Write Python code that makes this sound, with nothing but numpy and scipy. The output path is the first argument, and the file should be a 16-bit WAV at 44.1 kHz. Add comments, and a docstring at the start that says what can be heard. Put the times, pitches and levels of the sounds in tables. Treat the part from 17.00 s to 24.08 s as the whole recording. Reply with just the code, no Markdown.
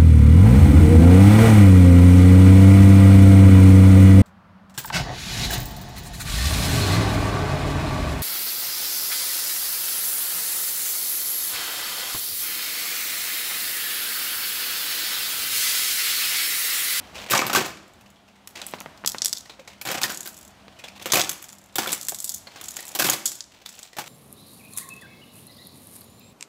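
"""Hollow plastic knocks and rattles, bright clacks, and soft taps and scuffs in a small, hard room.
A toy elephant is walked over floor tiles and butted against a plastic truck and its cage of fence panels.
The truck's shell knocks and its loose parts shake; the light panels clack down and chatter to rest;
the figure's feet tap and drag. Each hit is a click and a dying buzz, coloured by the toy's resonances.
The room rings behind them, over a dull hush and a low drone."""
import sys
import numpy as np
from scipy import signal
from scipy.fft import rfft, irfft
from scipy.io import wavfile

SR = 44100
rng = np.random.default_rng(int(sys.argv[2]) if len(sys.argv) > 2 else 0)


def master(y):
    """Save y as 16-bit WAV."""
    cut = np.clip(np.atleast_2d(y).T, -1, 1)
    pcm = np.round(cut * 32767)  # scale
    wavfile.write(sys.argv[1], SR, pcm.astype(np.int16))


N = 312228
HIT_SAMPLES = 8192

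# dull tone of the toy figure: (frequency [Hz], gain [dB])
FIGURE_TONE = [(60, -39), (150, 1.5), (350, -0.5), (1000, 0), (1700, -3), (2800, -8), (4000, -14),
               (8000, -32), (15500, -35)]
# tone of plastic rubbing on tile: (frequency [Hz], gain [dB])
SCUFF_TONE = [(100, -24), (250, -5), (700, 0.5), (1300, -6.5), (2400, -3), (4000, -0.5), (7500, -5),
              (9200, -9), (15500, 9)]


def from_db(db):
    """Turn decibels into a gain."""
    return 10 ** (np.asarray(db) / 20)


def rms_one(x):
    """Scale a signal to an average (rms) level of 1."""
    return x / np.sqrt(np.mean(x ** 2) + 1e-20)


def bins(size):
    """Frequencies in the spectrum of a signal this long."""
    return np.maximum(np.fft.rfftfreq(size, 1 / SR), 1)


def at_hz(points, hz):
    """Read a table along a log-frequency axis."""
    known_hz, value = np.transpose(points)
    return np.interp(np.log(hz), np.log(known_hz), value)


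def peak(hz, centre, width, db):
    """Boost in dB from one resonance, a pitch at which an object likes to ring."""
    return db / (1 + (2 * (hz - centre) / width) ** 2)


def colour(tone, resonances, size):
    """An object's gain at each frequency: a broad curve with resonances standing out of it."""
    hz = bins(size)
    return from_db(at_hz(tone, hz) + sum(peak(hz, *resonance) for resonance in resonances))


def bands(hz):
    """Share each frequency softly among a low, a middle and a high band."""
    # where the bands meet: (low to middle [Hz], middle to high [Hz])
    edges = [2800, 8700]
    low, below_high = [1 / (1 + (hz / edge) ** 12) for edge in edges]
    return np.array([low, below_high - low, 1 - below_high]).clip(0)


def tilted(db, tilt_db, mid_db):
    """Low, middle and high levels: a harder contact has more tilt, so each higher band gets more."""
    return db, db + tilt_db + mid_db, db + 2 * tilt_db


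def causal(gain):
    """Make a minimum-phase filter, so nothing sounds before the contact."""
    cepstrum = irfft(np.log(gain + 1e-9))
    half = len(cepstrum) // 2
    cepstrum[1:half] *= 2
    cepstrum[half + 1:] = 0
    return np.exp(rfft(cepstrum))


def narrow_noise(centre_hz, width_hz):
    """Noise kept to one narrow range of frequencies."""
    gain = 1 / (1 + (2 * (bins(N) - centre_hz) / width_hz) ** 4)
    return rms_one(irfft(rfft(rng.standard_normal(N)) * gain, N))


def hops(hz, count, gap_s, loss_db):
    """A filter that adds weaker repeats at uneven gaps, as a light part bounces."""
    delays = np.cumsum(gap_s * rng.uniform(.5, 2, count)).clip(0, .1)
    sizes = from_db(loss_db - 2 * np.arange(count) + rng.normal(0, 3, count))
    signs = rng.choice([-1, 1], count)
    return 1 + (sizes * signs) @ np.exp(-2j * np.pi * np.outer(delays, hz))


def hits(rows, gain, click, rough_db, swell_s, spot_width, hop_db):
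    """Each hit is a click and a dying buzz of tiny contacts. Returns direct sound and the room's share."""
    direct, to_room = np.zeros((2, N + HIT_SAMPLES))
    t, hz = np.arange(HIT_SAMPLES) / SR, bins(HIT_SAMPLES)
    shares = bands(hz)
    # t60 is the time in seconds to fade by 60 dB
    for start, low_db, mid_db, high_db, t60, spot_hz, spot_db, room_db in rows:
        buzz, roughness = rng.standard_normal((2, HIT_SAMPLES))
        flicker_db = rough_db * np.repeat(roughness, 32)[:HIT_SAMPLES]
        force = buzz * from_db(flicker_db - 60 * t / max(t60, .003))
        force *= 1 - np.exp(-t / swell_s)
        force /= np.linalg.norm(force)
        force[0] += click
        bouncing = rfft(force) * hops(hz, count=3, gap_s=.009, loss_db=hop_db)
        at = max(round(start * SR), 0)
        # the spot that is hit favours one pitch; the room gathers all directions and gets a plainer hit
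        paths = (direct, bouncing, spot_db, 0), (to_room, 1, spot_db / 2, room_db)
        for path, push, boost_db, path_db in paths:
            struck = gain * from_db(peak(hz, spot_hz, spot_width * spot_hz, boost_db))
            # bring each band to its level, counting its energy as if spread over 10 ms
            power = shares @ np.abs(push * struck) ** 2 * 2 / HIT_SAMPLES / (SR / 100)
            weight = np.sqrt(from_db([low_db, mid_db, high_db]) ** 2 / power @ shares)
            path[at:at + HIT_SAMPLES] += from_db(path_db) * irfft(push * causal(struck * weight))
    return np.array([direct[:N], to_room[:N]])


def grains(strokes, gain, per_s, spread_db, grain_t60, attack_s, release_t60, mid_db):
    """Tiny random contacts make bursts of noise; each stroke of the hand fades them in and out."""
    t = np.arange(N) / SR
    contacts = (rng.random(N) < per_s / SR) * from_db(spread_db * np.minimum(rng.exponential(1, N), 3))
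    energy = signal.lfilter([1], [1, -from_db(-120 / (grain_t60 * SR))], contacts ** 2 + 1e-9)
    spectrum = rfft(np.sqrt(energy) * rng.standard_normal(N)) * gain
    powers = np.zeros((3, N))
    for start, length, db, tilt_db in strokes:
        attack = np.clip((t - start) / attack_s + 1, 0, 1)
        release = from_db(-60 * np.clip((t - start - length) / release_t60, 0, 3))
        powers += np.outer(from_db(tilted(db, tilt_db, mid_db)), attack * release) ** 2
    return sum(np.sqrt(power) * rms_one(irfft(spectrum * np.sqrt(share), N))
               for power, share in zip(powers, bands(bins(N))))


def room_hush():
    """Dull background noise, with a wavering drone and a rumble that comes and goes."""
    # tone of the hush: (frequency [Hz], gain [dB])
    tone = [(15, -64), (25, -46), (62, -4.5), (198, -5.5), (227, -3.5), (421, -12), (482, -13), (666, -5.5),
            (919, -9.5), (1490, -13.5), (1660, -15.5), (1950, -15), (2630, -17.5), (2920, -16),
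            (15500, -38)]
    # hush and drone swell and sink, as under a recorder's automatic gain control: (time [s], level [dB])
    levels = [(0, -46), (0.9, -53.5), (1.3, -57), (1.9, -50), (2.6, -55.5), (3.6, -51.5), (4.6, -55),
              (5.5, -53.5), (6.5, -58), (7.08, -63)]
    level_db = np.interp(np.arange(N) / SR, *np.transpose(levels))
    hush = rms_one(irfft(rfft(rng.standard_normal(N)) * colour(tone, [], N), N))
    swing_db = level_db - level_db.mean()
    drone_db = level_db.mean() - 9.5 + 0.87 * swing_db   # the drone follows most of that swing
    drone = narrow_noise(centre_hz=198.3, width_hz=8.5) * from_db(drone_db)
    rumble = narrow_noise(80, 60) * from_db(4 * narrow_noise(3, 6))
    return (hush + from_db(-15) * rumble) * from_db(level_db) + drone


def room_echo(x, gap_s, build_s):
    """Echoes off tiles and walls thicken into a tail whose treble dies first; low notes boom a little."""
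    # how long the room rings: (frequency [Hz], time to fade by 60 dB [s])
    fade_times = [(150, 0.8), (1000, 0.52), (4000, 0.54), (8000, 0.5), (15000, 0.25)]
    # strength of the tail: (frequency [Hz], gain [dB])
    tone = [(150, -12.5), (1000, -7), (4000, -10.5), (8000, -10.5), (15000, -10)]
    # standing waves between the walls: (frequency [Hz], width [Hz], boost [dB])
    booms = [(163.6, 31, 8.5), (219, 25, 5), (323, 29, 5.5)]
    t, hz = np.arange(SR) / SR, bins(SR)
    noise, tail = rfft(rng.standard_normal(SR)), 0
    centres = np.geomspace(100, 16000, 12)
    onset = 1 - np.exp(-np.maximum(t - gap_s, 0) / build_s)
    for centre, pick in zip(centres, np.eye(len(centres))):
        decay = onset * from_db(-60 * t / at_hz(fade_times, centre))
        band = irfft(noise * np.interp(np.log(hz), np.log(centres), pick), SR)
        tail = tail + band * decay / np.linalg.norm(decay)
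    tail = irfft(rfft(tail) * causal(colour(tone, booms, SR)))
    return signal.fftconvolve(x, tail)[:N]


def drifting_echo(x, places):
    """The listening point moves, so one pattern of echoes blends into the next."""
    place = np.linspace(0, places - 1, N)
    fades = (np.sqrt(np.maximum(1 - abs(place - k), 0)) for k in range(places))
    return sum(room_echo(x * fade, gap_s=0.0022, build_s=0.0031) for fade in fades)


def scuffs():
    """Plastic grips and slips as the toys are dragged over the tiles."""
    # each drag: (start [s], length [s], low level [dB], tilt per band [dB])
    slides = [(0.0, 0.24, -56, -12), (0.15, 0.14, -43.5, -10), (1.57, 0.064, -46.5, -11),
              (1.65, 0.11, -54.5, -3), (2.68, 0.06, -55, -10), (3.85, 0.04, -52, -11),
              (3.96, 0.24, -49, -8), (5.52, 0.494, -52.5, -8), (6.52, 0.11, -57.5, -7.5),
              (6.66, 0.21, -58, -2)]
    return grains(slides, colour(SCUFF_TONE, [], N), per_s=320, spread_db=3.0, grain_t60=0.027,
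                  attack_s=0.0099, release_t60=0.1, mid_db=6.0)


def scrapes(brush_count, t60, spot_db, room_db):
    """Toys catch on the tiles with short, hollow scrapes; fingers add faint brushes at random."""
    # each catch: (time [s], low level [dB], favoured pitch [Hz])
    catches = [(0.1545, -40, 2600), (0.181, -42, 3750), (0.7703, -50, 2560), (1.06, -55, 2940),
               (1.5551, -37, 2000), (1.719, -55, 3860), (1.785, -48, 4200), (2.455, -48.5, 2000),
               (2.496, -40.5, 3900), (2.595, -49, 2400), (2.676, -41, 2150), (2.731, -57, 2400),
               (3.7896, -44, 2440), (3.8393, -37.5, 3480), (3.8818, -41.5, 2500), (4.101, -33.5, 3630),
               (5.4701, -40.5, 4240), (5.559, -44, 1510), (5.788, -37.5, 1960), (6.93, -47.5, 1970)]
    brushes = [(when * N / SR, -62 + 5 * size, 1400 * 3 ** pitch)
               for when, size, pitch in rng.random((brush_count, 3))]
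    rows = [(start, db, db - 0.5, db - 16, t60, hz, spot_db, room_db)
            for start, db, hz in catches + brushes]
    return hits(rows, colour(SCUFF_TONE, [], HIT_SAMPLES),
                click=0.25, rough_db=3.5, swell_s=0.00091, spot_width=0.16, hop_db=-12)


def footsteps(leg_hz, leg_db, room_db):
    """The figure's softer feet give one dull push on the tiles, with hardly any ring."""
    # each step: (time [s], low level [dB], middle level [dB], time to fade by 60 dB [s])
    steps = [(1.7376, -29, -42, 0.003), (1.7427, -40, -44, 0.017), (1.81, -37.5, -45, 0.03),
             (1.8607, -34.5, -50, 0.032), (2.039, -38.5, -71, 0.015), (2.048, -32, -40, 0.02),
             (2.147, -31.5, -44, 0.057), (3.682, -45.5, -51, 0.03)]
    rows = [(start, low_db, mid_db, mid_db - 19, t60, leg_hz, leg_db, room_db)
            for start, low_db, mid_db, t60 in steps]
    return hits(rows, colour(FIGURE_TONE, [], HIT_SAMPLES),
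                click=1.55, rough_db=2.0, swell_s=0.00011, spot_width=0.2, hop_db=-23)


def figure_bumps(cavity_db, room_db):
    """The hollow figure bumps into things; one strong resonance gives a round, pitched knock."""
    # each bump: (time [s], low level [dB], time to fade by 60 dB [s], pitch [Hz])
    bumps = [(2.593, -40.5, 0.08, 520), (4.137, -25.5, 0.076, 690), (4.194, -31.5, 0.056, 724),
             (5.122, -35, 0.036, 686), (6.985, -32, 0.05, 760)]
    rows = [(start, db, db - 24, db - 41, t60, hz, cavity_db, room_db) for start, db, t60, hz in bumps]
    return hits(rows, colour(FIGURE_TONE, [], HIT_SAMPLES),
                click=0.7, rough_db=-1.0, swell_s=0.0011, spot_width=0.4, hop_db=-23)


def panel_chatter(ticks_per_s, spread_db, low_db, high_db, pitch_hz):
    """A rocking panel ticks at uneven gaps until it rests. Returns more rows of clacks."""
    # each spell of rocking: (start [s], length [s], level at start [dB], level at end [dB])
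    spells = [(0.879, 0.23, -67, -66), (3.121, 0.066, -37, -38), (3.231, 0.25, -42, -55),
              (4.341, 0.43, -46, -64.5), (4.946, 0.14, -45, -38), (5.069, 0.29, -39.5, -37),
              (5.64, 0.29, -41, -45.5), (6.294, 0.1, -37, -45), (6.704, 0.16, -55, -52.5)]
    rows = []
    for start, length, first_db, last_db in spells:
        gaps, sizes = rng.uniform(.5, 1.5, 40), rng.standard_normal(40)
        for after, size in zip((np.cumsum(gaps) - gaps[0]) / ticks_per_s, sizes):
            if after < length:
                db = first_db + (last_db - first_db) * after / length + spread_db * size
                rows.append((start + after, db, low_db, high_db, pitch_hz))
    return rows


def fence_panels():
    """Light, stiff panels click dryly on the tiles, clack brightly on each other and hop."""
    # bright tone of a panel: (frequency [Hz], gain [dB])
    tone = [(100, -16), (300, -12), (700, -16.5), (1500, -7.5), (2500, -10.5), (3500, -2.5), (5500, 4.5),
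            (8200, 1), (9100, -1.5), (10800, 3.5), (15500, -2)]
    # where a panel rings: (frequency [Hz], width [Hz], boost [dB])
    resonances = [(3450, 530, 6.5), (4320, 250, 2.5), (4800, 210, 0), (6030, 400, 0), (6900, 680, 2.5),
                  (7940, 320, 4.5)]
    # bars on tile, close by: (time [s], middle level [dB], high against middle [dB], favoured pitch [Hz])
    clicks = [(0.3776, -21, -11, 5840), (2.0613, -24.5, -3, 6250), (2.0754, -19, -2, 6230),
              (2.119, -34.5, -2, 5660), (2.184, -31.5, -23, 4250), (2.2197, -20.5, -21, 5650),
              (2.2308, -36, -24, 5210), (2.238, -41, -18, 5020), (2.2472, -24.5, -1, 5600),
              (2.258, -18.5, -5, 8300), (2.3289, -23, -6.5, 5130), (2.3328, -30, -20, 5700),
              (2.3722, -34, -15, 4500), (2.383, -39, -3, 6390), (2.4086, -44, -13, 4930),
              (3.0335, -20, -18, 4000), (4.215, -19.5, -21, 3470), (6.4067, -32, -35, 5700)]
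    # panel on panel, further off:
    # (time [s], middle level [dB], low against middle [dB], high against middle [dB], favoured pitch [Hz])
    clacks = [(1.0105, -59.5, 4, 1, 2500), (1.4742, -43, -2.5, 3.5, 6000), (1.6166, -35, -2.5, -13, 3930),
              (1.666, -48, 3.5, 16, 8000), (1.8036, -41, -12, 1, 6160), (1.9756, -51.5, -12, -10, 4930),
              (3.206, -34.5, -15, -0.5, 6840), (3.368, -50, -14, 4, 6460), (3.3884, -55, 0, 7, 6960),
              (4.025, -41, -9, -3, 3500), (4.1208, -16.5, -8.5, -5, 6300), (4.2939, -25.5, -8, 1, 6510),
              (4.3155, -41, 2, 7, 6750), (4.4253, -53, 6.5, 14, 6600), (4.4415, -43, -5, -1, 6760),
              (4.4905, -43.5, -7.5, -8, 7130), (4.529, -47, -4.5, 0, 7010), (4.9198, -33.5, -17, 8, 3800),
              (4.9295, -23.5, -7, 1.5, 7450), (5.0851, -27, -9.5, 2, 7900), (5.0939, -30, -16, 3.5, 7900),
              (5.1463, -34, -12.5, -1, 7800), (5.2024, -32.5, -25, 0, 7760), (5.226, -49, -28, 9, 7300),
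              (5.2438, -31, -24, 3.5, 7830), (5.25, -37, -31, 4, 7900), (5.2933, -27.5, -30, 0.5, 7200),
              (5.345, -32, -39, 1, 6940), (5.6124, -43.5, 3.5, 5.5, 6500), (5.6424, -40.5, -9, -6, 7550),
              (5.6844, -32.5, -15, -4, 7450), (5.708, -40, -20, 1, 6390), (5.7673, -32.5, -5.5, 0, 7010),
              (5.805, -43, -10, 5, 7270), (5.829, -47, -20, -4, 7550), (5.8535, -46, -29.5, 5, 8280),
              (5.88, -42.5, -31, 4.5, 7270), (6.0979, -18, -13, 2, 6750), (6.2566, -24, -15, 1.5, 7060),
              (6.26, -21.5, -32, -4.5, 7500), (6.277, -27.5, -32, -13, 7300),
              (6.3177, -34.5, -11.5, -5, 7550), (6.6608, -37, -3, -7, 3760), (6.6913, -41, -9, -5, 7500),
              (6.791, -42.5, -7.5, -5, 6940), (6.8308, -39.5, -26, -12, 7700)]
    click_t60, click_spot_db, click_room_db = 0.018, 7.0, -6
    clack_t60, clack_spot_db, clack_room_db = 0.028, 10.5, -1
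    ticks = panel_chatter(ticks_per_s=36, spread_db=3, low_db=-22, high_db=-1.5, pitch_hz=7340)
    near = [(start, db - 17, db, db + high_db, click_t60, hz, click_spot_db, click_room_db)
            for start, db, high_db, hz in clicks]
    far = [(start, db + low_db, db, db + high_db, clack_t60, hz, clack_spot_db, clack_room_db)
           for start, db, low_db, high_db, hz in clacks + ticks]
    gain = colour(tone, resonances, HIT_SAMPLES)
    return (hits(near, gain, click=1.0, rough_db=2.0, swell_s=0.00025, spot_width=0.46, hop_db=-15)
            + hits(far, gain, click=0.6, rough_db=4.0, swell_s=0.00011, spot_width=0.25, hop_db=-14.5))


def truck(spot_db, room_db):
    """The hollow shell knocks when it is butted, and its loose parts rattle."""
    # tone of the shell: (frequency [Hz], gain [dB])
    tone = [(60, -26.5), (120, -0.5), (250, -4), (440, -9.5), (700, -2), (1400, -1.5), (2000, -2.5),
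            (3200, -3.5), (5000, -4), (8000, -7.5), (9000, -16.5), (12000, -13), (15500, -14.5)]
    # where the shell rings: (frequency [Hz], width [Hz], boost [dB])
    resonances = [(218, 18, 6.5), (302, 39, 7.5), (372, 76, 10), (528, 87, 11), (705, 26, 3), (777, 14, 7),
                  (1019, 76, 2.5), (1203, 210, 1.5), (1480, 90, 2.5), (1743, 58, 3), (2280, 77, 3.5),
                  (2545, 59, 3.5)]
    # blows on the truck and its cage: (time [s], low level [dB], tilt per band [dB], favoured pitch [Hz])
    blows = [(0.2993, -33, 1, 2580), (0.307, -29, 5, 513), (0.318, -21.5, -2, 1580),
             (0.3326, -16.5, -9, 1160), (0.342, -26, -11, 1200), (0.3514, -21, -20, 916),
             (0.366, -28.5, -9, 229), (0.39, -20, -6, 2430), (0.416, -20, -8.5, 1200), (0.466, -33, 3, 366),
             (0.4974, -24, -7, 1280), (0.5307, -25.5, 1, 1450), (0.5493, -16.5, -4, 1105),
             (0.559, -18, -2.5, 1550), (0.5739, -19, -6, 388), (0.608, -28, -5, 420),
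             (0.6609, -36.5, -0.5, 730), (2.8131, -38.5, 2, 2320), (2.852, -34, 0, 700),
             (2.872, -31.5, -1, 4170), (2.898, -32, -7, 507), (2.9137, -31, 1.5, 199),
             (2.9455, -28, -4.5, 760), (3.015, -30, 1, 900), (3.0384, -23.5, -0.5, 1800),
             (3.1004, -32.5, -1, 1497), (3.257, -41, 2.5, 1490), (3.274, -42.5, 4.5, 1560),
             (4.058, -28, -2, 465), (4.1348, -20.5, 1, 750), (4.1555, -20.5, -0.5, 2420),
             (4.172, -22.5, -1, 637), (4.188, -28.5, -4.5, 726), (4.7557, -33.5, 5, 3500),
             (4.783, -21, -1.5, 824), (4.831, -36, -1, 1830), (4.8587, -30, -15, 1480),
             (4.8728, -29, -0.5, 3400), (5.9506, -31, 3, 790), (5.989, -27.5, 2, 605),
             (5.9967, -24.5, 2.5, 1600), (6.0203, -25.5, 0, 1510), (6.0437, -23.5, 0.5, 352),
             (6.0656, -30, 3.5, 352), (6.0873, -23, -8, 3120), (6.1319, -30, 2.5, 4430),
             (6.9668, -37, -3, 664), (6.9853, -31, -1, 850)]
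    # shoves that shake the loose parts: (start [s], length [s], low level [dB], tilt per band [dB])
    shoves = [(0.31, 0.071, -26, -3.5), (0.44, 0.13, -32, -11), (0.535, 0.062, -30, -5.5),
              (0.61, 0.068, -37.5, -4.5), (2.865, 0.11, -33, -5.5), (3.02, 0.094, -38, -2.5),
              (4.135, 0.074, -27.5, -1), (4.78, 0.15, -38.5, 0), (5.995, 0.14, -32, -1.5),
              (6.99, 0.12, -44.5, -2.5)]
    rows = []
    for start, db, tilt_db, hz in blows:
        t60 = 0.064 * (1200 / hz) ** 0.2   # higher knocks die sooner
        rows.append((start, *tilted(db, tilt_db, mid_db=-1), t60, hz, spot_db, room_db))
    knocks = hits(rows, colour(tone, resonances, HIT_SAMPLES),
                  click=0.047, rough_db=3.0, swell_s=0.00011, spot_width=0.21, hop_db=-13.5)
    rattle = grains(shoves, colour(tone, resonances, N), per_s=150, spread_db=1.5, grain_t60=0.032,
                    attack_s=0.004, release_t60=0.18, mid_db=2.0)
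    return from_db(0.87) * knocks + from_db(-2.0) * rattle


def scene():
    """All the toys sound into one room, heard in mono."""
    toys = truck(spot_db=12.5, room_db=0.0) + fence_panels()
    toys += footsteps(leg_hz=780, leg_db=-2.0, room_db=-2.5)
    toys += figure_bumps(cavity_db=19, room_db=-14)
    toys += scuffs() + scrapes(brush_count=60, t60=0.054, spot_db=12, room_db=0.0)
    direct, to_room = toys
    return (direct + drifting_echo(to_room, places=5) + room_hush())[None]


def record(dry):
    """Round off the loudest peaks and cut the highest treble."""
    ceiling, cutoff_hz = 1.3, 15600
    rounded = ceiling * np.tanh(dry / ceiling)
    return signal.sosfilt(signal.ellip(10, .3, 70, cutoff_hz, fs=SR, output="sos"), rounded)


dry = scene()
out = record(dry)
master(out)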